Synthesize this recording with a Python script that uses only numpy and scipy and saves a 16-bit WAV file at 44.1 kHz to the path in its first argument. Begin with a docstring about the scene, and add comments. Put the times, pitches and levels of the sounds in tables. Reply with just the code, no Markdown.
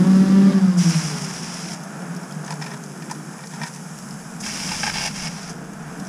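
"""An engine with a loud exhaust holds a rev out of sight, then winds down to a burbling idle.
One firing rate drives its note, overtones, rasp and pops; houses answer it. Close by, a garden hose
hisses twice over a plastic toy truck, which is turned over in between, knocking on the gravel.
The second burst is a hard jet that drums on the shell in several sweeps and rings its hollows.
Water drips on the stones, and distant traffic washes underneath."""
import sys
import numpy as np
from scipy import signal
from scipy.fft import rfft, irfft, next_fast_len
from scipy.io import wavfile
from scipy.ndimage import map_coordinates

SR = 44100
rng = np.random.default_rng(int(sys.argv[2]) if len(sys.argv) > 2 else 0)


def master(y):
    """Save y as 16-bit WAV."""
    cut = np.clip(np.atleast_2d(y).T, -1, 1)
    pcm = np.round(cut * 32767)  # scale
    wavfile.write(sys.argv[1], SR, pcm.astype(np.int16))


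N = 268216


def amp(db):
    """Decibels to gain."""
    return 10 ** (np.asarray(db) / 20)


def unit(x):
    """Scale to rms 1."""
    return x / np.sqrt(np.mean(x ** 2) + 1e-20)


def add(track, s, sound):
    """Mix a sound into the track at time s."""
    part = track[max(round(s * SR), 0):][:len(sound)]
    part += sound[:len(part)]


def curves(rows):
    """One automation curve for each column after the time."""
    times, *columns = np.transpose(rows)
    return [np.interp(np.arange(N) / SR, times, column) for column in columns]


def wobble(rate):
    """A smooth random curve, rate knots a second."""
    knots = rng.standard_normal(int(N * rate / SR) + 4)
    fine = np.linspace(0, len(knots) - 1, 8 * len(knots))
    return np.interp(np.arange(N) * rate / SR, fine, map_coordinates(knots, [fine]))


def fall(s, seconds):
    """1 until time s, then an exponential decay."""
    return np.exp(-np.maximum(np.arange(N) / SR - s, 0) / seconds)


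def swells(rows, attack, release):
    """Envelope of (start_s, end_s, level_db) cues; attack and release are time constants in seconds."""
    return sum(amp(db) * (1 - fall(start, attack)) * fall(end, release) for start, end, db in rows)


def lagged(x, seconds):
    """x followed with the given time constant."""
    keep = np.exp(-1 / (seconds * SR))
    return signal.lfilter([1 - keep], [1, -keep], x)


def coloured(x, spectrum):
    """x through a causal EQ drawn as (freq_hz, gain_db) points."""
    size = 2 * next_fast_len(N // 2 + 8192)
    hz, db = np.transpose(spectrum)
    gain = amp(np.interp(np.log(np.fft.rfftfreq(size, 1 / SR) + 1), np.log(hz), db))
    cepstrum = irfft(np.log(gain), size)
    cepstrum[1:size // 2] *= 2  # folded to minimum phase: nothing rings ahead of a hit
    cepstrum[size // 2 + 1:] = 0
    return irfft(rfft(x, size) * np.exp(rfft(cepstrum)), size)[:N]


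def shaped(x, spectrum):
    """x coloured so that white noise keeps its level."""
    return coloured(x, spectrum) / np.linalg.norm(coloured(signal.unit_impulse(N), spectrum))


def echoes(x, paths):
    """x plus a delayed copy for each (delay_s, gain_db)."""
    return x + sum(amp(db) * np.pad(x, (round(delay * SR), 0))[:N] for delay, db in paths)


def hiss(spectrum):
    """Coloured noise of rms 1."""
    return unit(coloured(rng.standard_normal(N), spectrum))


def impacts(per_s):
    """Random impacts of uneven size, rms 1."""
    return unit((rng.random(N) < per_s / SR) * rng.standard_normal(N))


def puff(t60):
    """A noise burst that falls 60 dB in t60 seconds."""
    t = np.arange(SR // 5) / SR
    return rng.standard_normal(len(t)) * amp(-60 * t / t60)


def wavering(hz, rate):
    """A steady or gliding tone of rms 1 whose level and phase wander, rate times a second."""
    phase = 2 * np.pi * np.cumsum(hz * np.ones(N)) / SR
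    return unit(amp(2 * wobble(rate)) * np.sin(phase + .5 * wobble(rate)))


def ringing(x, modes):
    """x through (pitch_hz, width_hz, gain_db) resonances."""
    return sum(amp(db) * signal.lfilter(*signal.iirpeak(hz, hz / width, SR), x)
               for hz, width, db in modes)


def aimed(modes, focus_hz, db_per_octave=11):
    """The modes as hit at one spot: those far from focus_hz stay quieter."""
    return [(hz, width, db - db_per_octave * abs(np.log2(hz / focus_hz))) for hz, width, db in modes]


def struck(modes, focus_hz):
    """One blow's ring, peak 1; the modes shift a little from blow to blow."""
    t = np.arange(SR // 5) / SR
    ring = np.zeros(len(t))
    for hz, width, db in aimed(modes, focus_hz):
        decay = amp(db + rng.normal(0, 2)) * np.exp(-np.pi * width * t)
        ring += decay * np.sin(2 * np.pi * hz * rng.normal(1, .012) * t + rng.uniform(0, 2 * np.pi))
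    ring *= 1 - np.exp(-t / .001)
    return ring / np.abs(ring).max()


# Fader rides of the street bed: time_s, traffic_db, air_db
BED_LEVELS = [(0, -37, -42), (1.0, -39.5, -47), (2.3, -38.5, -46.5), (3.2, -42, -46), (4.0, -41, -44),
              (5.6, -40, -51.5), (6.05, -37, -46)]
# Dull traffic wash and thin high air: freq_hz, gain_db
TRAFFIC_EQ = [(20, -49), (100, -27), (170, 7.5), (280, -5.5), (420, -4), (570, -6), (690, -1.5),
              (900, -2.5), (1130, -5.5), (1400, -2), (1750, -6), (2050, -15), (2350, -13), (2700, -19.5),
              (3500, -23.5), (4400, -30), (6000, -54)]
AIR_EQ = [(60, -6), (300, -1.5), (3000, -2), (4300, -9), (4800, 3.5), (5500, 7.5), (6000, 5), (6500, 8.5),
          (7100, 4.5), (7600, 6), (9000, 0), (10400, 5), (11700, -9.5), (13600, -9), (15200, -41)]
# A faint far hum comes and goes: start_s, end_s, pitch_hz, level_db
HUMS = [(1.6, 2.7, 684, -52), (5.3, 6.08, 692, -50.5), (5.29, 6.08, 452, -51.5)]
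# Ground and wall reflections that colour the air and the drips: delay_s, gain_db
NEAR_ECHOES = [(.0013, -46), (.0024, -17), (.0037, -16), (.0058, -15), (.0091, -11.5)]


def street(hum_width_hz=25):
    """Distant traffic and a wavering hum under a thin hiss, with tiny ticks of dripping water."""
    traffic_db, air_db = curves(BED_LEVELS)
    traffic = amp(traffic_db + 1.1 * wobble(8)) * hiss(TRAFFIC_EQ)
    hum = np.zeros(N)
    for start, end, hz, db in HUMS:
        tone = unit(ringing(rng.standard_normal(N), [(hz, hum_width_hz, 0)]))
        hum += swells([(start, end, db)], attack=.077, release=.4) * tone
    fizz = rng.standard_normal(N) + amp(-11.5) * impacts(per_s=90)
    return traffic + hum + amp(air_db) * unit(echoes(coloured(fizz, AIR_EQ), NEAR_ECHOES))


# Faint falling moans: start_s, end_s, from_hz, to_hz, level_db
FAR_MOANS = [(1.97, 2.18, 448, 420, -48), (2.303, 2.47, 328, 318, -48.5), (2.471, 2.88, 431.4, 400.5, -49),
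             (2.915, 3.221, 348, 317, -46.5)]


def moans():
    """Rough tones carry down the street, swelling and sinking in pitch."""
    track = np.zeros(N)
    for start, end, from_hz, to_hz, db in FAR_MOANS:
        glide = curves([(start, from_hz), (end, to_hz)])[0]
        track += swells([(start, end, db)], attack=.027, release=.026) * wavering(glide, rate=45)
    return track


# Soft breaths of wind: start_s, end_s, level_db
BREATHS = [(0, .1, -40.5), (3.85, 6.08, -56.5), (4.52, 4.95, -45.5)]


def draught():
    """Moving air brushes the microphone with a low rumble."""
    rumble = hiss([(15, -3), (35, -2), (85, -1.5), (130, -4), (400, -35.5)])
    return swells(BREATHS, attack=.16, release=.3) * rumble


# Single drips on the gravel: start_s, pitch_hz, level_db
DRIP_TICKS = [(1.834, 6450, -33), (1.84, 10200, -35), (2.02, 5430, -35.5), (2.164, 5405, -31.5),
              (2.212, 7200, -40), (2.231, 5700, -32), (2.31, 3180, -37), (2.323, 5300, -30.5),
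              (3.987, 5500, -31), (4.108, 5270, -29.5), (4.303, 5400, -37), (5.646, 6510, -40),
              (5.734, 6300, -33), (5.998, 5570, -30.5), (6.05, 5620, -34), (6.07, 5800, -32)]


def drips(width_hz=290):
    """Drips from the wet truck tick on the stones, each with its own short ring."""
    track = np.zeros(N)
    for s, hz, db in DRIP_TICKS:
        splash = puff(t60=.026)
        tick = ringing(splash, [(hz, width_hz, 0), (7000, 2000, -12)])
        add(track, s, amp(db) * tick / np.abs(tick).max())
    return echoes(track, NEAR_ECHOES)


# The truck drags over the gravel: start_s, end_s, level_db
DRAGS = [(2.43, 2.53, -40), (2.595, 2.745, -39), (3.085, 3.16, -52), (3.38, 3.45, -46), (3.5, 3.56, -39.5),
         (3.58, 3.67, -35.5), (3.73, 3.78, -42.5)]
# Wheels and chassis knock on the gravel: start_s, thud_db, crunch_db, ring_db, focus_hz
TRUCK_KNOCKS = [(2.479, -31, -45, -34, 900), (2.506, -28, -33, -28, 1000), (2.5232, -29, -40, -32, 1300),
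                (2.6148, -30, -41, -38, 1800), (2.6224, -26.5, -41, -30, 1900), (2.64, -33, -44, -35, 900),
                (2.6633, -31, -46, -25.5, 1600), (2.714, -35, -56, -29, 1900),
                (3.0221, -35.5, -45, -33, 1886), (3.098, -32.5, -43, -36, 2300),
                (3.111, -30.5, -34, -22.5, 990), (3.149, -41, -48, -42, 2300), (3.39, -47, -60, -35, 1900),
                (3.4367, -38.5, -59, -34, 2100), (3.536, -37, -42, -34, 950), (3.6149, -31, -44, -23, 1800),
                (3.6339, -23.5, -36, -24.5, 2100), (3.663, -38, -43, -36, 1817),
                (3.6733, -44, -36, -40, 900)]
# Ring of the plastic chassis: pitch_hz, width_hz, gain_db
CHASSIS_RING = [(898, 47, 3.5), (982.4, 45, 0), (1324, 35, -7), (1840, 32, -0.5), (2376, 48, -2),
                (3500, 55, -11), (4220, 82, -9)]
# The sharpest pebble clicks: start_s, level_db
PEBBLE_CLICKS = [(2.3091, -43), (2.448, -35), (2.463, -34.5), (2.8381, -35.5), (3.112, -26), (3.471, -32),
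                 (3.5062, -38), (3.7372, -36), (3.7476, -35), (3.7603, -36)]
# Small stones shift while the truck is handled: start_s, end_s, level_db
STONE_SHIFTS = [(1.8, 4.3, -54)]
# Boxy chassis thud and bright stone crunch: freq_hz, gain_db
THUD_EQ = [(350, -21), (650, -0.5), (820, 8), (980, 10.5), (1200, -21), (1550, 2), (1820, 7), (2080, -3),
           (2350, 0.5), (2900, -7.5), (3500, -4.5), (4300, -9.5), (5200, 3), (9000, -38)]
CRUNCH_EQ = [(800, -61), (2500, -25), (4200, -12.5), (5000, -2), (6200, 0), (8000, -7), (10400, -9.5),
             (12000, -26), (15000, -25)]


def truck():
    """Knocks and scraping crunch the gravel and sound the plastic chassis; loose pebbles click."""
    scrape = swells(DRAGS, attack=.025, release=.016) * amp(3 * wobble(110)) * impacts(per_s=4000)
    crunch, thud, ring = amp(-7.5) * scrape, amp(-1.5) * scrape, np.zeros(N)
    for s, thud_db, crunch_db, ring_db, focus_hz in TRUCK_KNOCKS:
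        add(ring, s, amp(ring_db) * struck(CHASSIS_RING, focus_hz))
        add(thud, s, amp(thud_db) * puff(t60=.046))
        add(crunch, s, amp(crunch_db) * puff(t60=.091))
    for s, db in PEBBLE_CLICKS:
        add(crunch, s, amp(db) * puff(t60=.026))
    stones = unit(signal.fftconvolve(impacts(per_s=60), puff(t60=.016))[:N])
    crunch += swells(STONE_SHIFTS, attack=.038, release=.05) * stones
    return ring + shaped(thud, THUD_EQ) + shaped(crunch, CRUNCH_EQ)


# Bursts of the nozzle: open_s, attack_s, sag_start_s, close_s, level_db, sag_db
BURSTS = [(.768, 0.015, 0.95, 1.742, -29, 8), (4.415, 0.023, 4.86, 5.505, -32, 9)]
# The valve spits as the trigger is pulled and let go: start_s, level_db
SPITS = [(0.777, -31), (1.727, -34), (4.401, -30), (4.458, -35), (5.492, -35)]
# Sharp spit, fine mist and patter on wet gravel: freq_hz, gain_db
SPIT_EQ = [(1000, 0), (3500, -15), (4300, -12), (5000, 4), (6300, 5.5), (8000, -1), (10400, -3),
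           (12000, -19), (15200, -32)]
MIST_EQ = [(1000, -5), (3400, -4.5), (4350, -19), (4800, 4.5), (5650, 7.5), (6100, 2.5), (8000, -4.5),
           (10400, -6), (11800, -22), (13700, -20), (15200, -38)]
PATTER_EQ = [(200, -30), (450, -9), (900, 3), (1800, 3), (2500, 3.5), (3400, -5), (4300, 0), (5500, -12),
             (9000, -26), (13000, -57)]


def hose(sag_s=.19, flight_s=.0037, settle_s=.0088):
    """The nozzle spits, hisses and sags; its drops land a moment later and trail away."""
    flow = np.zeros(N)
    for opens, attack, sag_start, closes, db, sag_db in BURSTS:
        sag = amp(-sag_db * (1 - fall(sag_start, sag_s)))
        flow += swells([(opens, closes, db)], attack, release=.0047) * sag
    flow *= amp(.76 * wobble(40))
    jet = amp(-1.5) * flow * (rng.standard_normal(N) + .5 * impacts(per_s=3000))
    spit = swells([(s, s + .007, db) for s, db in SPITS], attack=.004, release=.014) * hiss(SPIT_EQ)
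    landing = lagged(np.pad(flow, (round(flight_s * SR), 0))[:N], settle_s)
    patter = amp(-6.5 + 1.8 * wobble(70)) * landing * shaped(impacts(per_s=3000), PATTER_EQ)
    spatter = amp(-6) * lagged(flow, seconds=.075) * impacts(per_s=700)  # strays outlast the jet
    return shaped(jet + spatter, MIST_EQ) + spit + patter


# The jet sweeps onto the shell: start_s, end_s, drum_db, splash_db, focus_hz
JET_SWEEPS = [(4.423, 4.83, -36, -36, 2301), (4.67, 4.748, -43, -55, 820), (4.831, 4.903, -29, -33, 1500),
              (4.928, 5.077, -28.5, -34.5, 2520), (4.954, 5.078, -36.5, -42, 820),
              (5.051, 5.06, -39, -31, 2200), (5.137, 5.28, -34.5, -35.5, 2200),
              (5.234, 5.264, -37, -45, 900)]
# The jet slaps into hollows: start_s, level_db, focus_hz
JET_SLAPS = [(4.462, -24, 2195), (4.689, -24, 2290), (4.717, -22.5, 820), (4.832, -17, 1600),
             (4.838, -21, 851), (4.866, -18.5, 1600), (4.876, -18.5, 920), (4.896, -19.5, 1600),
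             (4.967, -26, 2650), (5.057, -29, 2200), (5.269, -33, 2650)]
# Hollows of the shell: pitch_hz, width_hz, gain_db
SHELL_HOLLOWS = [(860, 60, 2), (1240, 43.6, -8), (1593, 61, 1.5), (2200, 69, -1), (2660, 60, -0.5),
                 (3155, 57, 0), (4020, 110, -5.5)]
# The jet's push makes the whole shell thrum: start_s, end_s, level_db
SHELL_THRUM = [(4.4, 4.72, -38)]
# Tone of water hitting the plastic shell: freq_hz, gain_db
SHELL_EQ = [(350, -13), (600, -5), (830, 8), (1050, 0), (1350, -6), (1600, -2), (1800, 9), (1980, -3),
            (2200, 7), (2900, 2.5), (3600, -7.5), (4100, -3), (4400, -13), (4750, 7), (5600, 5.5),
            (6500, -24), (13000, -56)]


def drumming():
    """The jet drums on the shell in clumps, rings the hollow it aims at and splashes off as mist."""
    hits, hollow, splash = np.zeros((3, N))
    clumps = amp(wobble(170))
    blows = unit(clumps * (impacts(per_s=2500) + .4 * rng.standard_normal(N)))
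    for start, end, drum_db, splash_db, focus_hz in JET_SWEEPS:
        sweep = swells([(start, end, 0)], attack=.011, release=.012)
        force = amp(drum_db) * sweep * blows
        hits += force
        hollow += amp(13) * ringing(force, aimed(SHELL_HOLLOWS, focus_hz))
        splash += amp(splash_db) * sweep
    for s, db, focus_hz in JET_SLAPS:
        add(hits, s, amp(db) * puff(t60=.06))
        add(hollow, s, amp(db + 1) * struck(SHELL_HOLLOWS, focus_hz))
    thrum = hiss([(130, -29), (200, 4), (240, -.5), (290, -9), (450, -38)])
    thrum *= swells(SHELL_THRUM, attack=.0077, release=.1)
    mist = splash * shaped(impacts(per_s=6000), MIST_EQ)
    return thrum + amp(-4) * shaped(hits, SHELL_EQ) + hollow + mist


# Brief low swells: start_s, end_s, level_db
RUMBLE_SWELLS = [(1.95, 2.2, -43.5), (2.4, 2.9, -47.5), (2.88, 3.25, -42), (5.48, 5.7, -43.5),
                 (5.86, 6.0, -39)]


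def rumble():
    """A hollow rumble comes and goes under the engine."""
    noise = hiss([(150, -35), (240, 4.5), (340, 3), (420, -3), (560, -17.5), (1200, -37)])
    return swells(RUMBLE_SWELLS, attack=.099, release=.073) * noise


# Low exhaust tones: start_s, end_s, pitch_hz, level_db
PIPE_DRONES = [(1.42, 2.15, 177, -37.5), (2.07, 2.17, 166.5, -33), (2.307, 2.517, 152.9, -35)]


def drone():
    """The exhaust drones at its resonance as the engine slows."""
    return sum(swells([(start, end, db)], attack=.045, release=.05) * wavering(hz, rate=11.92)
               for start, end, hz, db in PIPE_DRONES)


# Tone of chain and valves: freq_hz, gain_db
WHIRR_EQ = [(500, -16), (1000, 5.5), (1700, 1.5), (2400, -3.5), (3200, -4.5), (4350, -9), (4850, 2.5),
            (5800, -1.5), (7000, -14), (11000, -30)]


def whirr(firings, octaves_up, idle_db=-64.5, db_per_octave=17.5):
    """Chain and valves whirr, pulsing once a firing and louder as the engine spins faster."""
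    pulse = 1 + .5 * np.cos(2 * np.pi * firings)
    return amp(idle_db + db_per_octave * octaves_up) * pulse * hiss(WHIRR_EQ)


# Boom of the exhaust pipe: freq_hz, gain_db
PIPE_EQ = [(20, -51), (50, -52), (85, -24.5), (110, -29), (128, -16.5), (150, 1.5), (185, 1.5), (230, -4),
           (280, -14), (360, -31.5), (520, -30.5), (1000, -62.5)]


def burble(firing_samples, octaves_up, level_db=-35, db_per_octave=-1.5, scatter_s=.002326):
    """Firings scatter in time and strength and boom in the pipe, surging unevenly."""
    timing, strength = rng.standard_normal((len(firing_samples), 2)).T
    scattered = np.clip(firing_samples + scatter_s * SR * timing, 0, N - 1).astype(int)
    pops = np.bincount(scattered, 1 + .38 * strength, N)
    surge_db = 1.6 * wobble(14)
    return amp(level_db + surge_db + db_per_octave * octaves_up) * unit(coloured(pops, PIPE_EQ))


# The crack of each firing: freq_hz, gain_db
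CRACK_EQ = [(300, -60), (750, -20), (1100, 20), (1350, 10), (1750, 16), (2100, 5), (2700, 0), (3500, 0),
            (4150, 2), (4400, -6), (4800, 5), (5300, 4), (5900, -1), (6500, -20), (9000, -35)]


def rasp(firing_samples, throttle, level_db=-47):
    """Under throttle each firing cracks sharply, its strength following a loose pattern of four."""
    count = len(firing_samples)
    sizes = 1 + .35 * np.cos(np.pi / 2 * np.arange(count)) + .15 * rng.standard_normal(count)
    cracks = np.bincount(firing_samples, sizes, N)
    return amp(level_db) * throttle * unit(coloured(cracks, CRACK_EQ))


# Exhaust overtones: firing_multiple, throttle_db, coasting_db
BUZZ_PARTIALS = [(2, -37.5, -42), (2.77, -43, -62), (3, -38, -49), (4, -44.5, -50), (5, -47.5, -52),
                 (5.875, -51, -52), (6.08, -43, -48), (7, -46.5, -49), (8.25, -53, -60), (9.05, -47.5, -56),
                 (10.1, -50, -59), (11.15, -55, -58), (12.1, -57, -66), (13.2, -57, -64), (14.3, -57, -64),
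                 (15, -60, -68), (16.05, -59, -68), (17.1, -60, -65), (18.5, -59, -70), (19.1, -62, -68),
                 (21.1, -62, -74), (21.8, -58, -74), (23.5, -63, -74)]
# Pipe resonances that lift an overtone gliding through: centre_hz, half_width_hz, boost_db
PIPE_PEAKS = [(160, 28, 13), (370, 90, 6)]
# A strong slap from across the street doubles the glide: delay_s, gain_db
SLAPBACK = [(.18, -11)]


def overtones(firings, firing_hz, throttle, idling, db_per_octave=7, idle_drop_db=9):
    """The exhaust buzzes steadily under throttle, turns ragged when coasting and sinks at idle."""
    speed_db = db_per_octave * np.log2(firing_hz / firing_hz.max()) - idle_drop_db * idling
    flutter = 1 - .67 * throttle  # share of each overtone's power that wanders
    steady, ragged = np.sqrt(2 - 2 * flutter), np.sqrt(flutter)
    buzz = np.zeros(N)
    for multiple, throttle_db, coasting_db in BUZZ_PARTIALS:
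        boom_db = sum(db * np.exp(-((multiple * firing_hz - hz) / width) ** 2)
                      for hz, width, db in PIPE_PEAKS)
        phase = 2 * np.pi * multiple * firings
        partial = (steady + ragged * wobble(26)) * np.sin(phase) + ragged * wobble(26) * np.cos(phase)
        buzz += amp(speed_db + throttle * throttle_db + (1 - throttle) * coasting_db + boom_db) * partial
    return throttle * buzz + echoes((1 - throttle) * buzz, SLAPBACK)


# The note drops out briefly: centre_s, half_width_s, depth_fraction
NOTE_DIPS = [(0, 0.0054, 0.68), (0.052, 0.011, 1), (0.274, 0.048, 0.67), (0.523, 0.028, 0.92),
             (0.605, 0.02, 0.96), (.671, 0.011, 0.82), (0.743, 0.031, 0.74), (0.838, 0.016, 0.94),
             (0.931, 0.031, 1), (1.02, 0.041, 0.9), (1.1, 0.018, 0.75), (1.17, 0.012, 0.71)]
# Roar of gas at open throttle: freq_hz, gain_db
ROAR_EQ = [(25, -51), (105, -44), (150, 6.5), (190, 6.5), (265, 6.5), (345, -1.5), (440, -10), (700, -31),
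           (1500, -35), (2500, -38), (4200, -33), (11000, -61)]


def rev(firings, firing_hz, throttle, note_db=-12, roar_db=-23, knee_hz=162.1, fade_db_per_hz=1.3):
    """The deep firing note, fading below knee_hz, and the gas that rushes out once a firing."""
    t = np.arange(N) / SR
    dips = np.prod([1 - depth * np.exp(-((t - s) / width) ** 2)
                    for s, width, depth in NOTE_DIPS], axis=0)
    trail_s = .109 * (1 - throttle)  # the note comes round the houses, so its pitch trails the glide
    pitch_hz = np.interp(t - trail_s, t, firing_hz)
    fade_db = fade_db_per_hz * np.maximum(knee_hz - pitch_hz, 0)
    note = amp(note_db - fade_db) * dips * unit(np.sin(2 * np.pi * np.cumsum(pitch_hz) / SR))
    gas = (1 + .6 * np.cos(2 * np.pi * firings)) * rng.standard_normal(N)
    return note + amp(roar_db) * throttle ** 2 * unit(coloured(gas, ROAR_EQ))


# The engine pulls up under open throttle: time_s, firing_hz
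REV_CLIMB = [(0, 179.4), (.07, 188), (.25, 191.1), (.45, 195.7)]
# Houses across the street answer: delay_s, gain_db
HOUSE_ECHOES = [(.031, -20.5), (0.269, -22)]


def engine(let_go_s=.515, idle_hz=74.44):
    """The throttle is let go and friction slows the engine until the idle catches it."""
    throttle = fall(let_go_s, seconds=.175)
    coasting_hz = curves(REV_CLIMB)[0] * fall(let_go_s, seconds=1.92)
    firing_hz = (coasting_hz ** 12 + idle_hz ** 12) ** (1 / 12)  # a soft floor at idle
    firing_hz *= 1 + .00071 * wobble(25)
    firings = np.cumsum(firing_hz) / SR
    firing_samples = np.flatnonzero(np.diff(np.floor(firings)))
    octaves_up = np.log2(firing_hz / idle_hz)
    motor = rumble() + drone() + whirr(firings, octaves_up)
    motor += overtones(firings, firing_hz, throttle, idling=1 - coasting_hz / firing_hz)
    motor += rev(firings, firing_hz, throttle)
    motor += rasp(firing_samples, throttle) + burble(firing_samples, octaves_up)
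    return echoes(motor, HOUSE_ECHOES)


def scene():
    """Engine, water, truck and street in one mono mix."""
    return (engine() + hose() + draught() + drumming() + drips() + truck() + street() + moans())[None]


def record(dry, top_hz=15250):
    """A brick-wall high cut on the whole mix."""
    size = next_fast_len(N + 8192)
    passband = np.fft.rfftfreq(size, 1 / SR) < top_hz
    return irfft(rfft(dry, size) * passband, size)[:, :N]


dry = scene()
out = record(dry)
master(out)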